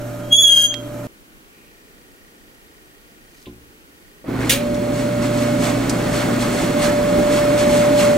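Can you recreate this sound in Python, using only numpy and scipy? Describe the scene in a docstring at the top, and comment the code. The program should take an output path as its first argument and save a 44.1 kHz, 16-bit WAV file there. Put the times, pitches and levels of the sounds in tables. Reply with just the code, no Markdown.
"""A clothes dryer hums while its dry drum bearing grips and slips in one shrill squeal, ducking the gain.
After a cut the machine stands still in a small room, with a faint buzz. A hand turns the start knob,
the motor runs up and its centrifugal switch clacks open. The drum then rumbles and swishes against
its felt seal under the mains hum and the tone of the blower's blades."""
import sys
import numpy as np
from scipy import signal
from scipy.fft import rfft, irfft, next_fast_len
from scipy.io import wavfile
from scipy.ndimage import uniform_filter1d

SR = 44100
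rng = np.random.default_rng(int(sys.argv[2]) if len(sys.argv) > 2 else 0)


def int16_out(signal):
    """Quantize to a 16-bit WAV file."""
    q = np.round(np.clip(np.atleast_2d(signal).T, -1, 1) * 32767)
    wavfile.write(sys.argv[1], SR, q.astype(np.int16))


N = 360297
T = np.arange(N) / SR
CUT_S, START_S = 1.073, 4.24  # the first run is cut off; the second starts
MAINS_HUM_HZ = 119.8

# Air rushing through the drum. Each row: frequency in Hz, relative noise density in dB.
AIR = [(350, -41), (650, 4), (980, 1), (1400, 0.5), (2200, -3.5), (3000, -12), (4500, -16), (9000, -27)]
# Resonances of the steel drum. Each row: centre in Hz, width in Hz, boost in dB.
DRUM_MODES = [(2130, 60, 4), (3350, 110, 5), (4150, 40, 8.5), (4370, 70, 7), (6310, 45, 5), (7620, 70, 4),
              (8460, 55, 5)]
# Stereo image at the two microphone ports. Each row: frequency in Hz, likeness from 0 to 1,
# left phase lead in radians, left minus right in dB.
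PORTS = [(60.35, 1, -0.1, 1.5), (130, 0.94, -0.02, -0.5), (292, 0.96, -0.5, -2), (626, 0.44, -0.8, -4),
         (1000, 0.5, 0.33, -3), (3490, 0.77, 0.7, -1.5), (7600, 0.5, 0.7, -0.5), (14030, 1, 0.4, 0)]


def squeal(full_force_db=-12, jitter=0.0045, flutter_db=2.5, skirt_db=-24, half_db=-30, hiss_db=-24.5):
    """Stick-slip on the bearing: overtones grow with force, and rasping adds half-order lines and hiss."""
    # The harmonics from the fundamental up, each a relative level in dB.
    partials = [-0.5, -14, -22.5, -30]
    # The rasp's hiss. Each row: frequency in Hz, relative noise density in dB.
    hiss_spectrum = [(900, -25), (1650, -1.5), (2400, -4.5), (5000, -3), (8000, 0), (11000, -3),
                     (14000, -6), (15500, -21)]
    hz, db, rasp = bearing()
    angle = 2 * np.pi * np.cumsum(hz * (1 + jitter * drift(260))) / SR
    force = amp(0.305 * np.minimum(db - full_force_db, 0))
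    tone = np.zeros(N, complex)
    for k, partial_db in enumerate(partials):
        skirt = amp(skirt_db) * (k + 1) * (drift(500) + 1j * drift(500))  # friction noise hugs it
        strength = amp(partial_db + flutter_db * k ** 0.5 * drift(80)) * force ** k
        tone += strength * (1 + skirt) * np.exp(1j * (k + 1) * angle)
        half_order = np.exp(1j * ((k + 0.5) * angle + drift(120)))  # every other slip is weaker
        tone += amp(half_db - k) * rasp ** 2 * half_order
    voice = np.sqrt(2) * ports(tone, lead=0.52, pan_db=-2.2).real
    hiss = amp(hiss_db) * rasp * noise(hiss_spectrum)
    direct = amp(db) * (voice + hiss) * ramp(0.179, 0.065)
    return direct + amp(-3) * room(direct)


def bearing(grip_s=0.329, release_s=0.658, note_hz=3225, arch_hz=180, sing_db=-53, hold_db=-5):
    """Pitch, level and rasp of the dry bearing: it sings faintly, grips, holds and lets go."""
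    arch = arch_hz * swell(T - 0.399, 0.048, 0.048)  # the pitch lifts while the pressure peaks
    hz = (note_hz + arch) * (1 + 0.0035 * drift(45))
    attack_db = np.maximum(hold_db - 1500 * np.maximum(grip_s - T, 0), sing_db)
    db = attack_db - 850 * np.clip(T - release_s, 0, 1)
    rasp = swell(T - 0.61, rise=0.15, fall=0.059)
    return hz, db, rasp


def drum(first_run, second_run, first_db=-32.5, rumble_db=-22.5, air_db=-29.5, swish_db=-36.5):
    """The turning drum rumbles, air rushes through it and its felt seal brushes in grainy swishes."""
    # The first run's noise, then the second run's rumble and seal swish.
    # Each row: frequency in Hz, relative noise density in dB.
    first_spectrum = [(20, -9), (55, -7.5), (85, -15.5), (150, -11), (205, -7.5), (275, 2.5), (350, -9),
                      (470, -13), (650, -11), (900, -18.5), (1350, -19.5), (2200, -27.5), (4500, -35),
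                      (7300, -33), (10000, -38), (12500, -33.5), (16000, -45.5)]
    rumble_spectrum = [(18, -23), (33, -9), (58, -6), (80, -11.5), (135, -7.5), (175, 1), (210, -2),
                       (285, 3.5), (340, -4), (410, -7), (560, -9.5), (750, -19), (1300, -43.5)]
    swish_spectrum = [(1200, -7), (2600, 4.5), (3400, 1.5), (4400, -0.5), (5200, -0.5), (6500, 0),
                      (8500, 0.5), (9700, -6), (13000, -11.5), (16000, -37)]
    # How strongly the hiss reaches the moving microphone. Each row: time in seconds, gain in dB.
    nearness = [(4.3, -6.5), (4.8, -7), (5.05, -5), (5.6, -1.5), (6.2, 0), (7.1, 0), (7.6, 1.5),
                (8.17, 0.7)]
    # Heavier falls of the load. Each row: peak time in seconds, rumble level in dB.
    tumbles = [(6.33, -26), (6.9, -28), (7.18, -21)]
    near_db = curves(nearness)[0]
    falls = sum(amp(db) * swell(T - s, 0.036, 0.036) for s, db in tumbles)
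    rumble = np.hypot(amp(rumble_db + 0.5 * near_db), falls)
    stirred_air = amp(1) * seal_rubs(lag_s=0.02)
    air = np.hypot(amp(air_db), stirred_air) * amp(near_db) * speed() ** 0.2
    brushing = seal_rubs() * amp(0.96 * drift(30))
    swish = np.hypot(amp(swish_db), brushing) * amp(near_db) * speed() ** 2.4
    shake = 1 + 0.037 * np.cos(np.pi * MAINS_HUM_HZ * T)  # the motor shakes the rubbing parts
    running = noise(rumble_spectrum) * rumble * amp(1.14 * drift(19))
    running += noise(AIR, ripple_db=1.45, modes=DRUM_MODES) * air * amp(0.71 * drift(40))
    felt = noise(swish_spectrum, ripple_db=2, modes=DRUM_MODES)
    running += felt * swish * amp(0.6 * drift(150)) * shake
    early = noise(first_spectrum, ripple_db=2.5) * amp(first_db + 0.87 * drift(29))
    return early * first_run + running * second_run


def seal_rubs(lag_s=0, turn_s=1.182, turn_start_s=5.0):
    """Strength of the felt seal's rubbing: the same high spots come round on every turn."""
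    # Each row: seconds into the turn, relative level in dB, rise in seconds, fall in seconds.
    high_spots = [(.0, -31, 0.053, 0.043), (.23, -30, 0.011, 0.038), (.42, -32, .075, 0.058),
                  (.648, -27.5, 0.031, 0.057)]
    travel = np.cumsum(speed()) / SR  # seconds of turning at full speed
    travel -= np.interp(turn_start_s, T, travel)
    power = 0
    for s, db, rise, fall in high_spots:
        offset = (travel - lag_s - s + turn_s / 2) % turn_s - turn_s / 2
        power += (amp(db) * swell(offset, rise, fall)) ** 2
    return np.sqrt(power)


def hum(first_run, second_run):
    """Mains hum and shaft orders, each wavering as the drum's load shifts."""
    # Motor and cabinet tones. Each row: pitch in Hz, first-run level in dB,
    # second-run base level in dB, waver from 0 to 1.
    tones = [(29.8, -57, -43, 0.32), (119.8, -34.5, -29, 0.14), (149, -50, -37, 0.67),
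             (182, -43.5, -42.5, .5), (239.8, -49, -28.5, 0.49), (268, -48.5, -31, 0.38),
             (347, -48.5, -38, 0.7), (1248, -54, -50, 0.48), (1404, -57, -48.5, 0.7),
             (1510, -65.5, -53.5, 0.83), (2130, -70, -71, 0.47)]
    # The hum's loudness: it surges as the motor starts, dips, swells and slowly eases.
    # Each row: time in seconds, gain in dB.
    hum_level = [(4.35, -0.5), (4.7, -3.5), (5.3, 1.5), (5.9, 1), (6.5, -1.2), (8.1, -3)]
    late_gain = second_run * ramp(START_S, 0.1) * amp(curves(hum_level)[0])
    out = np.zeros((2, N))
    for hz, early_db, late_db, waver in tones:
        sway = unit_rms(1 + waver * (drift(3.8) + 1j * drift(3.8)))
        tone = sway * np.exp(2j * np.pi * (hz * T + rng.random()))
        _, lead, pan_db = at_hz(PORTS, hz)
        out += ports(tone, lead, pan_db).real * (amp(early_db) * first_run + amp(late_db) * late_gain)
    return np.sqrt(2) * out


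def blower(first_run, second_run, blade_hz=589.3, first_db=-34):
    """The blade tone climbs and grows with motor speed; standing waves move it from port to port."""
    # The tone at the moving microphone. Each row: time in seconds, level in dB, left minus right in dB.
    path = [(4.6, -24, -1), (5.53, -22.5, -2.5), (5.7, -25, -9), (5.88, -35.5, -1.5), (5.95, -29, 4),
            (6.16, -25.5, 5), (6.25, -30, 11.5), (6.73, -24.5, -2.0), (6.78, -19.5, -1.5),
            (8.09, -14, -0.5), (8.17, -15, 0.0)]
    level_db, pan_db = curves(path)
    angle = 2 * np.pi * np.cumsum(blade_hz * speed() * (1 + 0.0011 * drift(7))) / SR
    tone = np.sqrt(2) * np.exp(1j * angle) * amp(0.84 * drift(28))
    early = ports(tone * amp(first_db) * first_run, lead=-0.6, pan_db=-2.03)
    late = ports(tone * amp(level_db) * second_run * speed() ** 6, lead=-1.22, pan_db=pan_db)
    return (early + late).real


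def speed():
    """The motor's share of full speed: steady in the first run, climbing as the second begins."""
    # Each row: time in seconds, share of full speed.
    climb = [(4.24, .1), (4.4, 0.75), (4.48, 0.79), (4.54, .94), (4.6, 1)]
    return np.where(T < CUT_S, 1, curves(climb)[0])


def run_up(peak_s=4.435, whirr_db=-34.5, scrape_db=-33):
    """The labouring motor whirrs and then scrapes, throbbing with the mains, until it nears full speed."""
    throb = 1 + 0.44 * np.cos(2 * np.pi * MAINS_HUM_HZ * T)
    whirr = noise(AIR, ripple_db=1, modes=DRUM_MODES)
    whirr *= amp(whirr_db) * swell(T - peak_s, rise=0.094, fall=0.017)
    scrape = noise([(900, -30), (1600, 5), (2300, 4), (3200, -16), (9000, -29)], ripple_db=3)
    scrape *= amp(scrape_db) * swell(T - peak_s, rise=0.023, fall=0.017)
    return (whirr + scrape) * throb * ramp(START_S, 0.046)


def start_switch(open_s=4.4935, hold_s=0.015, snap_db=-12, snap_t60=0.2, ring_db=-22, ring_t60=0.35):
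    """The centrifugal switch snaps open and chatters briefly; its midrange rings on in the cabinet."""
    # The bright clack. Each row: frequency in Hz, relative noise density in dB.
    clack = [(500, -32), (1100, -17), (1600, 0.5), (2300, 1), (3000, 5.5), (4500, -2.5), (7000, -2),
             (10500, -3), (13000, -5.5), (16000, -7.5)]
    decay = -60 * np.maximum(T - open_s - hold_s, 0)
    snap = noise(clack, ripple_db=2.5) * amp(snap_db + decay / snap_t60 + 1.1 * drift(300))
    ring = noise([(1000, -29), (1600, -2), (3200, -2), (6000, -21)], ripple_db=4.5)
    ring *= amp(ring_db + decay / ring_t60)
    return (snap + ring) * ramp(open_s, 0.003)


def thumps():
    """Blows from the knob and the starting drum ring the sheet-metal cabinet."""
    # Each row: start in seconds, strength in dB, extra damping in dB per second.
    blows = [(3.466, -36.5, 15), (4.28, -27, 11), (4.385, -26.5, 14)]
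    # The cabinet's modes. Each row: pitch in Hz, relative level in dB, seconds to fall by 60 dB.
    panels = [(64.4, -5, 1), (119, -6, 1), (187, -4, 0.48), (234.5, 1, 0.35), (294, 1, 0.42),
              (362, 1.5, 0.39), (444, -8, 0.21), (563, -6, 0.12), (700, -15, 0.2), (840, -14, 0.13),
              (1028, -6.5, 0.13)]
    out, t = np.zeros((2, N)), np.arange(SR // 2) / SR
    for s, db, damping in blows:
        ring = sum(amp(mode_db - 60 * t / t60) * np.sin(2 * np.pi * (hz * t + rng.random()))
                   for hz, mode_db, t60 in panels)
        add(out, s, amp(db - damping * t) * ring * np.minimum(t / 0.0054, 1))
    return out


def ticks():
    """Small hard contacts, each a short dying burst of noise around one pitch region."""
    # Each row: start in seconds, level in dB, seconds to fall by 60 dB, centre in Hz, width in octaves.
    contacts = [(.436, -29, .05, 1900, 0.59), (.494, -28, .04, 1900, .5), (.569, -16.5, 0.071, 3500, 2.5),
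                (.724, -32, .025, 1900, 0.54), (0.7405, -12, 0.018, 2670, 0.94),
                (3.426, -45, 0.024, 6000, 1), (3.4577, -41.5, .11, 2970, 0.4), (4.242, -37, .2, 380, 0.9),
                (4.744, -33, .06, 4490, 0.78), (5.895, -18.5, 0.064, 5990, 0.56)]
    out, t = np.zeros((2, N)), np.arange(8192) / SR
    hz = np.fft.rfftfreq(len(t), 1 / SR)
    for s, db, t60, centre_hz, octaves in contacts:
        mid, side = rng.standard_normal((2, len(t)))
        colour = 1 / (1 + (np.log2((hz + 1) / centre_hz) / octaves) ** 4) ** 0.79
        burst = unit_rms(irfft(rfft([mid + 0.5 * side, mid - 0.5 * side]) * colour))
        add(out, s, burst * amp(db - 60 * t / t60) * np.minimum(t / 0.00089, 1))
    return out + amp(-17) * room(out)


def pulsing_buzz(rate_hz=30, level_db=-47.5, fade_out_s=0.062):
    """A fast train of faint ticks, each ringing the same few pitches, its level wandering slowly."""
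    # When it buzzes. Each row: start in seconds, end in seconds, fade-in in seconds.
    spells = [(1.3, 3.45, 0.31), (3.86, 4.8, 0.11)]
    # Each tick's ring. Each row: pitch in Hz, relative level in dB, seconds to fall by 60 dB.
    modes = [(1884, -1.5, 0.04), (2410, -2.5, 0.017), (4730, -3.5, 0.019), (5830, -7, 0.019),
             (8430, -4, .015)]
    beats = np.diff(np.floor(T * rate_hz + 0.6), prepend=0) > 0
    gate = sum(ramp(start, fade) * (1 - ramp(end - fade_out_s, fade_out_s))
               for start, end, fade in spells)
    out, t = np.zeros(N), np.arange(2048) / SR
    for hz, db, t60 in modes:
        ring = amp(db - 60 * t / t60) * np.sin(2 * np.pi * hz * t) * np.minimum(t / 0.0025, 1)
        out += signal.oaconvolve(beats * gate * amp(level_db + 1.6 * drift(30)), ring)[:N]
    return out


def rustles():
    """Soft grainy rustles as the microphone is moved and the hand grips the knob."""
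    # Each row: peak time in seconds, level in dB, rise and fall in seconds, centre in Hz,
    # width in octaves.
    touches = [(1.6, -60.5, 0.062, 0.11, 2440, 0.16), (3.41, -56.5, 0.068, .025, 4500, 1.3)]
    out = np.zeros((2, N))
    for s, db, rise, fall, centre_hz, octaves in touches:
        band = [(centre_hz * 2 ** (k * octaves), -6 * k ** 2) for k in range(-3, 4)]
        out += noise(band) * amp(db + 2.5 * drift(120)) * swell(T - s, rise, fall)
    return out


def room_tone(level_db=-50.5):
    """The low, steady hush of the still room."""
    # Each row: frequency in Hz, relative noise density in dB.
    hush = [(15, -24.5), (28, 1.5), (50, -5.5), (96, -11), (165, -6.5), (300, -1.5), (430, -4.5),
            (600, -14), (1200, -18), (1700, -18), (2450, -18), (3800, -23), (15800, -25)]
    # The still room's stereo image, with the same columns as PORTS.
    still_image = [(59.7, 0.83, -2, -0.5), (282, 0.99, 0.6, 0), (599, 0.5, -1.5, -0.5),
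                   (1400, 0.58, -3.5, -0.5), (3400, 0.57, -2, 0), (5004, .1, -2, -0.5),
                   (12000, 0.7, -0.5, 0)]
    return noise(hush, ripple_db=1.5, image=still_image) * amp(level_db)


def room(x):
    """Dense reflections from near walls; the treble dies first."""
    # Each row: frequency in Hz, seconds to fall by 60 dB.
    reverb_times = [(200, 0.52), (3000, 0.29), (7000, 0.24), (15000, 0.14)]
    hz, t, bands = signal.stft(rng.standard_normal((2, SR // 2)), SR, nperseg=256)
    decay = amp(-60 * t / at_hz(reverb_times, hz)[0][:, None])
    tail = signal.istft(bands * decay, SR, nperseg=256)[1]
    return signal.fftconvolve(x, tail / np.linalg.norm(tail[0]), axes=1)[:, :N]


def noise(spectrum, ripple_db=0, modes=(), image=PORTS):
    """Stereo noise shaped by (Hz, dB) rows; ripple is many narrow resonances, modes the strong ones."""
    size = next_fast_len(N, True)
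    hz = np.fft.rfftfreq(size, 1 / SR)
    left, other = rfft(rng.standard_normal((2, size)))
    likeness, lead, pan_db = at_hz(image, hz)
    likeness = np.clip(likeness, 0, 0.995)
    right = likeness * left + np.sqrt(1 - likeness ** 2) * other
    pair = ports(np.array([left, right]), lead, pan_db) / np.sqrt(1 + likeness * np.cos(lead))
    ripple = unit_rms(uniform_filter1d(rng.standard_normal(len(hz)), size=400))
    ripple *= np.minimum(hz / 1000, 1)  # smoother in the bass
    peaks_db = sum(db / (1 + (2 * (hz - centre) / width) ** 2) for centre, width, db in modes)
    x = irfft(pair * amp(at_hz(spectrum, hz)[0] + ripple_db * ripple + peaks_db), size)[:, :N]
    return x / x.mean(0).std()


def ports(tone, lead, pan_db):
    """Gives a complex tone a phase lead (radians) and level difference, left against right."""
    side = np.array([[0.5], [-0.5]])
    return tone * np.exp(1j * side * lead) * amp(side * pan_db)


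def drift(rate):
    """A smooth random wander of rms one that changes about rate times a second."""
    t = np.linspace(0, T[-1], 4096)
    lowpass = np.exp(-(np.fft.rfftfreq(len(t), t[1]) / rate) ** 2)
    return np.interp(T, t, unit_rms(irfft(rfft(rng.standard_normal(len(t))) * lowpass)))


def swell(offset, rise, fall):
    """A smooth hump of height one at offset zero, with its own rise and fall in seconds."""
    return np.exp(-0.5 * (offset / np.where(offset < 0, rise, fall)) ** 2)


def ramp(s, length):
    """Rises from zero to one over length seconds, starting at s."""
    return np.clip((T - s) / length, 0, 1)


def curves(rows):
    """Joins timed rows by straight lines; one array a column."""
    s, *columns = np.transpose(rows)
    return [np.interp(T, s, c) for c in columns]


def at_hz(rows, hz):
    """Reads a table on a log-frequency axis; one array a column."""
    f, *columns = np.transpose(rows)
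    return [np.interp(np.log(hz + 1), np.log(f + 1), c) for c in columns]


def amp(db):
    """Decibels to gain."""
    return 10 ** (np.asarray(db) / 20)


def unit_rms(x):
    """Scales to an rms of one."""
    return x / np.sqrt(np.mean(abs(x) ** 2) + 1e-20)


def add(mix, s, sound):
    """Mixes a sound in at s seconds."""
    part = mix[:, round(s * SR):][:, :sound.shape[-1]]
    part += sound[..., :part.shape[1]]


def scene():
    """The squealing run, the pause and the smooth run."""
    first_run, second_run = 1 - ramp(CUT_S - 0.004, 0.0026), ramp(START_S, 0.055)
    machine = drum(first_run, second_run) + hum(first_run, second_run) + blower(first_run, second_run)
    events = squeal() * first_run + ticks() + thumps() + run_up() + start_switch()
    return machine + events + room_tone() + rustles() + pulsing_buzz()


def record(dry, limit_db=-9.2, recovery_db_per_s=22, cutoff_hz=15850):
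    """Gain control ducks loud sounds, recovers slowly and resets at the cut; a low-pass trims the top."""
    power = uniform_filter1d((dry ** 2).mean(0), size=500, origin=200)
    power_db = 10 * np.log10(abs(power) + 1e-12)
    recovery_db = T * recovery_db_per_s
    parts = np.split(power_db + recovery_db, [round(CUT_S * SR)])
    peak_db = np.concatenate([np.maximum.accumulate(part) for part in parts]) - recovery_db
    duck_db = uniform_filter1d(np.maximum(peak_db - limit_db, 0), size=300)
    held = np.clip(dry / amp(duck_db), -1, 1)
    lowpass = signal.firwin(511, cutoff_hz, window=("kaiser", 9), fs=SR)
    return signal.oaconvolve(held, lowpass[None], "same")


dry = scene()
out = record(dry)
int16_out(out)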